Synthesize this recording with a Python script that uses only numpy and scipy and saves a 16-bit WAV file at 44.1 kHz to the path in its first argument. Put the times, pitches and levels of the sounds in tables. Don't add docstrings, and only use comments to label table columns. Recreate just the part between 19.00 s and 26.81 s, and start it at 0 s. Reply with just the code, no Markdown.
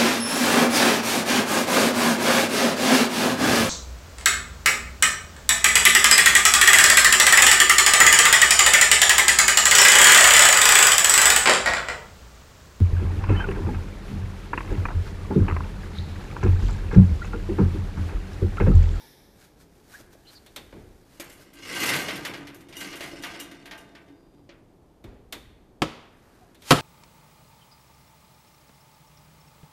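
import sys
import numpy as np
from scipy import signal
from scipy.io import wavfile

SR = 44100
rng = np.random.default_rng(int(sys.argv[2]) if len(sys.argv) > 2 else 0)


def inscribe(sig):
    pcm = np.round(np.clip(np.atleast_2d(sig).T, -1, 1) * 32767)
    wavfile.write(sys.argv[1], SR, pcm.astype(np.int16))


N = 344420
TIME = np.arange(N) / SR


def from_db(db):
    return 10 ** (np.asarray(db) / 20)


def rms_one(x):
    return x / np.sqrt(np.mean(x ** 2) + 1e-20)


def unit_energy(x):
    return x / np.sqrt(np.sum(x ** 2) + 1e-20)


def at_hz(points, hz):
    freq, value = np.transpose(points)
    return np.interp(np.log(hz), np.log(freq), value)


def cut(x, hz, kind, order=2):
    sections = signal.butter(order, np.minimum(hz, .48 * SR), kind, fs=SR, output="sos")
    return signal.sosfilt(sections, x + 1e-18)


def convolve(x, response):
    return signal.oaconvolve(x, response)[:N]


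def coloured(spectrum, source):
    edges = 20 * 2 ** (np.arange(21) / 2)
    out = 0
    for low, high in zip(edges, edges[1:]):
        hz = np.sqrt(low * high)
        band = unit_energy(cut(source(hz), [low, high], "band"))
        out = out + band * np.sqrt(high - low) * from_db(at_hz(spectrum, hz))
    return unit_energy(out)


def dying_noise(t60):
    return rng.standard_normal(SR) * from_db(-60 * TIME[:SR] / t60)


def body(spectrum, t60, damping, crack=0):
    contact = 1 + crack * np.exp(-TIME[:SR] / 0.0062)
    response = coloured(spectrum, lambda hz: contact * dying_noise(t60 * (hz / 1000) ** -damping))
    return response / np.sqrt(np.mean(response[:SR // 100] ** 2))


def ring(modes):
    t = TIME[:2 * SR]
    return sum(rng.choice([-1, 1]) * from_db(db - 60 * t / t60) * np.sin(2 * np.pi * hz * t)
               for hz, db, t60 in modes)


def resonate(x, peaks):
    out = 0
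    for hz, width, db in peaks:
        r = np.exp(-np.pi * width / SR)
        poles = [1, -2 * r * np.cos(2 * np.pi * hz / SR), r * r]
        out = out + from_db(db) * (1 - r * r) / 2 * signal.lfilter([1, 0, -1], poles, x)
    return out


def clicks(rows, column=1):
    rows, out = np.array(rows), np.zeros(N)
    out[np.round(rows[:, 0] * SR).astype(int)] = from_db(rows[:, column])
    return out


def blows(rows, spectrum, t60, damping, crack, count=4):
    return sum(convolve(clicks(rows[k::count]), body(spectrum, t60, damping, crack))
               for k in range(min(count, len(rows))))


def grains(per_s, spread_db):
    sizes = from_db(spread_db * np.minimum(rng.exponential(1, N), 4)) * rng.choice([-1, 1], N)
    return rms_one(sizes * (rng.random(N) < per_s / SR) / np.sqrt(per_s))


def swells(rows):
    return sum(from_db(db) / np.cosh(np.clip(1.4 * (TIME - middle) / width, -30, 30))
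               for middle, width, db in rows)


# (frequency [Hz], relative density [dB])
HUSH_SPECTRUM = [(12, -30), (20, 5), (189, 1), (357, 1.5), (484, -6), (693, -6.5), (796, -10),
                 (1640, -24.5), (3550, -28), (5690, -31.5), (12700, -35), (15000, -61)]
def appliance_hush(level_db=-56.5):
    return from_db(level_db) * rms_one(coloured(HUSH_SPECTRUM, lambda hz: rng.standard_normal(N)))


# (frequency [Hz], T60 [s])
KITCHEN_T60 = [(100, 0.74), (300, 0.47), (1500, 0.98), (5000, 0.57), (13000, 0.43)]
# (frequency [Hz], relative density [dB])
KITCHEN_SPECTRUM = [(40, 21), (200, 4.5), (1500, 1.5), (14000, -11)]
def kitchen(x, spectrum=KITCHEN_SPECTRUM, first_echo_s=0.0014, build_s=0.0024):
    tail = coloured(spectrum, lambda hz: dying_noise(at_hz(KITCHEN_T60, hz)))
    onset = np.clip((TIME[:SR] - first_echo_s) / build_s, 0, 1)
    return convolve(x, unit_energy(tail * onset))


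def echo(rows, spectrum, db):
    return from_db(db) * kitchen(clicks(rows), spectrum)


SHOVE_S, SHOVE_HALF_S = 7.35, 0.23
def shove(band_hz=(513, 1880), level_db=-65):
    rub = rms_one(cut(rng.standard_normal(N), band_hz, "band"))
    return rub * swells([(SHOVE_S, SHOVE_HALF_S, level_db)])


# (frequency [Hz], relative density [dB])
CLOTH_SPECTRUM = [(350, -43), (700, -13.5), (1160, -15), (1650, -9.5), (2680, -19.5), (4460, -15.5),
                  (7750, -19.5), (12600, -21), (15000, -69)]
# (centre time [s], half width [s], level [dB])
SWISHES = [(.43, 0.046, -58.5), (.615, 0.019, -58.5), (.77, 0.05, -73.5), (.945, 0.044, -53),
           (1.005, 0.013, -56), (1.133, 0.0076, -56.5), (1.33, 0.029, -57), (1.5, 0.74, -64.5),
           (2.15, 0.05, -62.5), (2.42, 0.02, -55)]
def cloth(shove_db=-67):
    rub = coloured(CLOTH_SPECTRUM, lambda hz: rng.standard_normal(N))
    weave = from_db(1.35 * rms_one(cut(rng.standard_normal(N), 130, "low")))
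    return rms_one(rub) * weave * swells(SWISHES + [(SHOVE_S, SHOVE_HALF_S, shove_db)])


# (frequency [Hz], bandwidth [Hz], gain [dB])
MITT_HOLLOW = [(900, 120, 7), (1700, 470, 5), (2230, 280, 2.5), (3580, 910, 3.5), (5300, 1100, 3.5),
               (11900, 4700, -2)]
def mitt(start_db=-53, fade_db_per_s=38):
    rub = 0
    for hz, width, db in MITT_HOLLOW:
        band = resonate(rng.standard_normal(N), [(hz, width, db)])
        rub = rub + resonate(band, [(hz, 2 * width, 0)])
    return rms_one(rub) * from_db(start_db - fade_db_per_s * TIME)


# (time [s], duration [s], start frequency [Hz], end frequency [Hz], level [dB])
SQUEAKS = [(0.002, 0.06, 900, 873, -58.5), (0.936, 0.0298, 1420, 1860, -44),
           (1.25, 0.066, 2970, 3130, -61.5), (1.268, 0.041, 4140, 4100, -52),
           (1.348, 0.041, 4800, 4240, -52), (7.411, 0.039, 757, 680, -56)]
def squeaks(waver=0.06):
    out = np.zeros(N)
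    wobble = 1 + waver * rms_one(cut(rng.standard_normal(N), 693, "low"))
    for start, length, from_hz, to_hz, db in SQUEAKS:
        progress = np.clip((TIME - start) / length, 0, 1)
        pitch = (from_hz + (to_hz - from_hz) * progress) * wobble
        envelope = from_db(db) * np.sqrt(2 * np.sin(np.pi * progress))
        out += envelope * np.sin(2 * np.pi * np.cumsum(pitch) / SR)
    return out


# (time [s], relative level [dB])
PATS = [(1.006, -47), (1.153, -45.5)]
# (frequency [Hz], gain [dB], T60 [s])
HANDLE_MODES = [(236, -8, 0.05), (625, 4, 0.022)]
def pats():
    return convolve(clicks(PATS), ring(HANDLE_MODES))


# (time [s], relative level [dB])
SNAPS = [(1.252, -74), (1.462, -57), (1.561, -42), (6.04, -62), (6.3243, -39.5), (7.546, -62),
         (7.62, -57.5), (7.688, -63)]
# (frequency [Hz], relative density [dB])
SNAP_SPECTRUM = [(100, -45), (217, 5), (391, 4.5), (780, -0.5), (1460, -0.5), (1840, 3), (2050, 2),
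                 (2860, -1.5), (3610, -5.5), (4540, -8), (6760, -8), (13500, -9.5), (15000, -27)]
# (frequency [Hz], bandwidth [Hz], gain [dB])
SNAP_PEAKS = [(3660, 360, 7.5), (4240, 120, 6.5)]
# (time [s], relative level [dB])
BUMPS = [(0.999, -56), (1.572, -50.5), (1.726, -46), (2.385, -58.5), (6.04, -46.5)]
# (frequency [Hz], relative density [dB])
BUMP_SPECTRUM = [(18, -28), (30, -2.5), (60, -6), (171, -10), (376, -8.5), (540, -16.5), (1080, -28),
                 (2000, -29), (12000, -61)]
# (centre time [s], half width [s], relative level [dB])
SWINGS = [(1.82, 0.11, -41), (6.09, 0.056, -40.5), (6.46, 0.15, -41.5)]
def door_swing():
    snaps = blows(SNAPS, SNAP_SPECTRUM, t60=0.22, damping=0.46, crack=0.12)
    snaps = snaps + echo(SNAPS, SNAP_SPECTRUM, db=19.5)
    bright_snaps = snaps + resonate(snaps, SNAP_PEAKS)
    bumps = blows(BUMPS, BUMP_SPECTRUM, t60=0.72, damping=0.041, crack=1.0)
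    rumble = rms_one(cut(rng.standard_normal(N), [27, 95], "band")) * swells(SWINGS)
    return from_db(4.0) * bright_snaps + from_db(2.5) * bumps + from_db(-11.5) * rumble


# (time [s], relative level [dB])
LANDING_BLOWS = [(6.8193, -15), (6.8325, -35)]
# (frequency [Hz], relative density [dB])
LANDING_SPECTRUM = [(24, -41), (40, -16.5), (313, -3), (765, -10), (1080, -9.5), (1520, -16.5), (3300, -15),
                    (4300, -21.5), (6620, -29.5), (13300, -42.5), (15000, -59)]
# (frequency [Hz], gain [dB], T60 [s])
COOKTOP_MODES = [(156, 8.5, 0.14), (237.5, -9, 0.57), (316, 10, 0.12), (546, -14, 0.4), (1294, 2, 0.14)]
def landing():
    knock = blows(LANDING_BLOWS, LANDING_SPECTRUM, t60=0.14, damping=0.034, crack=3.7)
    room = echo(LANDING_BLOWS, LANDING_SPECTRUM, db=16.5)
    glass = convolve(clicks(LANDING_BLOWS), ring(COOKTOP_MODES))
    return from_db(-2.5) * (knock + room) + from_db(-14.5) * glass


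# (time [s], relative level [dB])
SLAM_BLOWS = [(7.7067, -12.5), (7.7085, -6), (7.7193, -13), (7.724, -20)]
# (frequency [Hz], relative density [dB])
SLAM_SPECTRUM = [(30, -30), (110, -8.5), (340, -6.5), (760, -11), (1060, -6.5), (1400, -10.5),
                 (2150, -18.5), (3000, -14), (4300, -18.5), (5880, -28), (8470, -26), (15000, -38)]
# (frequency [Hz], gain [dB], T60 [s])
DOOR_MODES = [(118, -6, 0.15), (148, 5, 0.18), (267, 7, 0.081), (516, -2, 0.17), (697, 1.5, 0.12),
              (1178, -12, 0.23), (1300, 6.5, 0.096), (2810, -20, 0.14), (7220, -9, 0.14)]
def slam():
    seating = SLAM_BLOWS[1:2]
    clatter = blows(SLAM_BLOWS, SLAM_SPECTRUM, t60=0.066, damping=0.12, crack=1.6)
    room = echo(seating, SLAM_SPECTRUM, db=18.0)
    panels = convolve(clicks(seating), ring(DOOR_MODES))
    return clatter + room + from_db(-9.0) * panels


def air_rush(contact_db=-34, rise_db_per_s=312):
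    time_left = SLAM_BLOWS[0][0] - TIME
    hiss = rms_one(cut(rng.standard_normal(N), [600, 7000], "band", order=1))
    return from_db(contact_db - rise_db_per_s * np.abs(time_left)) * (time_left > 0) * hiss


# (time at full speed [s], run-up [s], friction level [dB], crackle level [dB])
TUGS = [(2.29, 0.32, -51.5, -66), (2.837, 0.36, -23, -40), (3.81, 0.14, -33.5, -52.5),
        (4.03, 0.091, -37.5, -56), (4.268, 0.14, -37.5, -76), (4.73, 0.054, -49.5, -84)]
def tugging(column=2, exponent=1, hold_share=0.17, coast_db_per_s=50.5):
    out = 0
    for tug in TUGS:
        s, run_up = tug[:2]
        attack = np.clip(1 + (TIME - s) / run_up, 0, 1) ** 2
        release = from_db(-coast_db_per_s * np.maximum(TIME - s - hold_share * run_up, 0))
        out = np.maximum(out, from_db(tug[column]) * (attack * release) ** exponent)
    return out


# (frequency [Hz], bandwidth [Hz], gain [dB])
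OVEN_PEAKS = [(287.7, 8, 10), (326.7, 15.3, 7.5), (430, 12, -20)]
def oven_cavity(loudest_db=-45.5, exponent=0.51, lag_s=0.31):
    stored = signal.lfilter([1], [1, -np.exp(-1 / (lag_s * SR))], tugging() ** (2 * exponent))
    drone = rms_one(resonate(grains(per_s=45, spread_db=1), OVEN_PEAKS))
    return from_db(loudest_db) * np.sqrt(stored / stored.max()) * drone


# (time [s], relative level [dB])
THUMPS = [(2.199, -39), (3.945, -47), (4.007, -41), (4.134, -38.5), (4.372, -58), (4.512, -49.5),
          (5.491, -47)]
# (frequency [Hz], gain [dB], T60 [s])
BOTTOM_MODES = [(343.7, 1.5, 0.15), (563, 2, 0.06)]
def dish_thumps(coupling_db=33):
    impacts = clicks(THUMPS)
    return convolve(impacts, ring(BOTTOM_MODES)) + from_db(coupling_db) * resonate(impacts, OVEN_PEAKS)


# (time [s], relative knock level [dB], relative crackle level [dB])
CONTACTS = [(2.198, -30.5, -34), (2.297, -44, -46), (2.534, -47.5, -51), (2.831, -16, -32),
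            (2.889, -15.5, -32), (2.935, -15, -34), (3.084, -19.5, -42), (3.156, -30, -43),
            (3.25, -21, -34.5), (3.337, -28.5, -48), (3.47, -34, -52), (3.545, -45, -45),
            (3.606, -46.5, -57), (3.686, -44.5, -51), (3.726, -36, -53), (3.768, -44, -32.5),
            (3.804, -30, -37.5), (3.927, -29, -60), (3.955, -42, -40), (4.006, -27, -38.5),
            (4.031, -32.5, -47), (4.223, -39, -42), (4.236, -24, -37), (4.344, -34.5, -64),
            (4.399, -34, -33), (4.512, -40, -51), (4.656, -36, -49), (4.711, -30.5, -50),
            (4.777, -55, -46.5), (4.951, -40, -65), (5.08, -53, -75), (5.491, -41, -77)]
# (frequency [Hz], relative density [dB])
CONTACT_SPECTRUM = [(88, -22), (150, 0.5), (350, 0), (787, -2.5), (1380, -2), (2100, 5), (2360, -10.5),
                    (2650, 0), (4370, -6.5), (12100, -7.5), (15000, -15)]
def dish_knocks():
    knocks = blows(CONTACTS, CONTACT_SPECTRUM, t60=0.56, damping=0.83, crack=0, count=7)
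    return from_db(-7.0) * cut(knocks, 5330, "low", order=4)


RIM_TOUCHES_S = 3.65
def foil(snap_db=19, burst_t60=0.15, late_db=-4.5, count=4):
    snaps = clicks(CONTACTS, column=2)
    bursts = signal.lfilter([1], [1, -from_db(-60 / (burst_t60 * SR))], snaps)
    strain = from_db(3.5) * tugging(column=3, exponent=1.55) + .5 * bursts
    creases = grains(per_s=590, spread_db=2.5) * strain + from_db(snap_db) * snaps
    creases = creases * from_db(late_db * (TIME > RIM_TOUCHES_S))
    spot = (TIME / 0.048).astype(int) % count
    rings = [cut(dying_noise(t60=0.07), [5500, 13800], "band", order=3) for _ in range(count)]
    return sum(convolve(creases * (spot == k), unit_energy(rings[k])) for k in range(count))


# (frequency [Hz], relative level [dB])
WIRE_CLUSTERS = [(2880, 11.5), (3165, 2), (3760, 3), (5060, -4), (5870, 4), (6830, 2), (8640, 1),
                 (11000, 0.5), (13150, -2), (13800, -7)]
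def wire_jingle(detune=.011, uneven_db=4.5, t60=0.22, pluck_db=-7, chatter_db=-2, count=4):
    plucks = [row for row in CONTACTS if row[0] > RIM_TOUCHES_S]
    chatter = grains(per_s=40, spread_db=8) * tugging(column=3) * (TIME > RIM_TOUCHES_S)
    out = 0
    for k in range(count):
        modes = [(hz * (1 + detune * rng.standard_normal()), db + uneven_db * rng.standard_normal(), t60)
                 for hz, db in WIRE_CLUSTERS for _ in range(3)]
        wire = ring(modes)[:SR]
        wire = wire / np.std(wire[:SR // 100])
        touching = (TIME * 10).astype(int) % count == k
        out = out + from_db(pluck_db) * convolve(clicks(plucks[k::count], column=2), wire)
        out = out + from_db(chatter_db) * convolve(chatter * touching, unit_energy(wire))
    return out


LIFTED_S = 5.14
# (frequency [Hz], level [dB], T60 [s])
LAST_WIRE_MODE = [(4840, -74.5, 1.9)]
def lift_off():
    return convolve(clicks([(LIFTED_S, 0)]), ring(LAST_WIRE_MODE))


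def wire_freedom(s, hz, free_db=-9, mute_db_per_s=9, at_edge_s=4.84):
    slope = mute_db_per_s * (1000 / hz) ** .4
    return np.where(s < LIFTED_S, free_db - slope * np.maximum(at_edge_s - s, 0), -np.inf)


# (frequency [Hz], gain [dB], T60 [s])
RACK_MODES = [(667, -15, 1), (695, -10.5, 1.05), (900, -14, 0.67), (1195, -14, 0.83), (1516, -12, 0.82),
              (1600, -10.5, 0.65), (1873, -4, 0.25), (3640, -25, 1.6), (11000, -25.5, 0.61),
              (13150, -27, 0.504)]
def rack_ring(spread_db=1.5, detune=0.01224):
    out, t = np.zeros(N + SR), TIME[:SR]
    for s, peak, _ in CONTACTS:
        start = int(s * SR)
        scatter = rng.standard_normal((len(RACK_MODES), 2))
        for (hz, db, t60), (strength, pitch) in zip(RACK_MODES, scatter):
            level = peak + db + wire_freedom(s, hz) + spread_db * strength
            tone = np.sin(2 * np.pi * hz * (1 + detune * pitch) * t)
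            out[start:start + SR] += from_db(level - 60 * t / t60) * tone
    return out[:N]


# (frequency [Hz], relative density [dB])
SCRAPE_SPECTRUM = [(55, -42), (100, -0.5), (423, 4.5), (461, -13), (684, 5), (815, -10.5), (950, -21),
                   (1080, -2), (1210, 5), (1720, -12), (2090, -4.5), (3540, -5), (12000, -20.5),
                   (15000, -0.5)]
# (frequency [Hz], bandwidth [Hz], gain [dB])
DISH_PEAKS = [(1215, 3.3, 8), (1564, 41, 1.5), (2056, 180, -1), (2800, 340, -9), (3900, 36, -9.5),
              (5100, 170, -3.5)]
def sliding_scrape(slow_per_s=1400, extra_per_s=3000, count=3):
    friction = tugging()
    slips = grains(slow_per_s + extra_per_s * friction / friction.max(), spread_db=5.5) * friction
    spot = (TIME / .07).astype(int) % count
    rings = [body(SCRAPE_SPECTRUM, t60=0.14, damping=0.38, crack=0.5) for _ in range(count)]
    shaken = sum(convolve(slips * (spot == k), unit_energy(rings[k])) for k in range(count))
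    grit = cut(shaken, 9250, "low", order=4)
    return from_db(-2.5) * grit + from_db(4.5) * resonate(shaken, DISH_PEAKS)


def dish_on_rack():
    impacts = dish_knocks() + dish_thumps()
    return impacts + sliding_scrape() + foil() + rack_ring() + wire_jingle() + lift_off()


def scene():
    handling = mitt() + cloth() + squeaks() + pats()
    handling = handling + dish_on_rack() + oven_cavity() + shove() + air_rush()
    hush = appliance_hush()
    room = from_db(-14.5) * kitchen(handling)
    return (handling + room + door_swing() + landing() + slam() + hush)[None]


def record(dry, ceiling=0.54, cutoff_hz=14900):
    rounded = dry / (1 + (dry / ceiling) ** 6) ** (1 / 6)
    return signal.sosfilt(signal.ellip(10, .2, 80, cutoff_hz, fs=SR, output="sos"), rounded)


dry = scene()
out = record(dry)
inscribe(out)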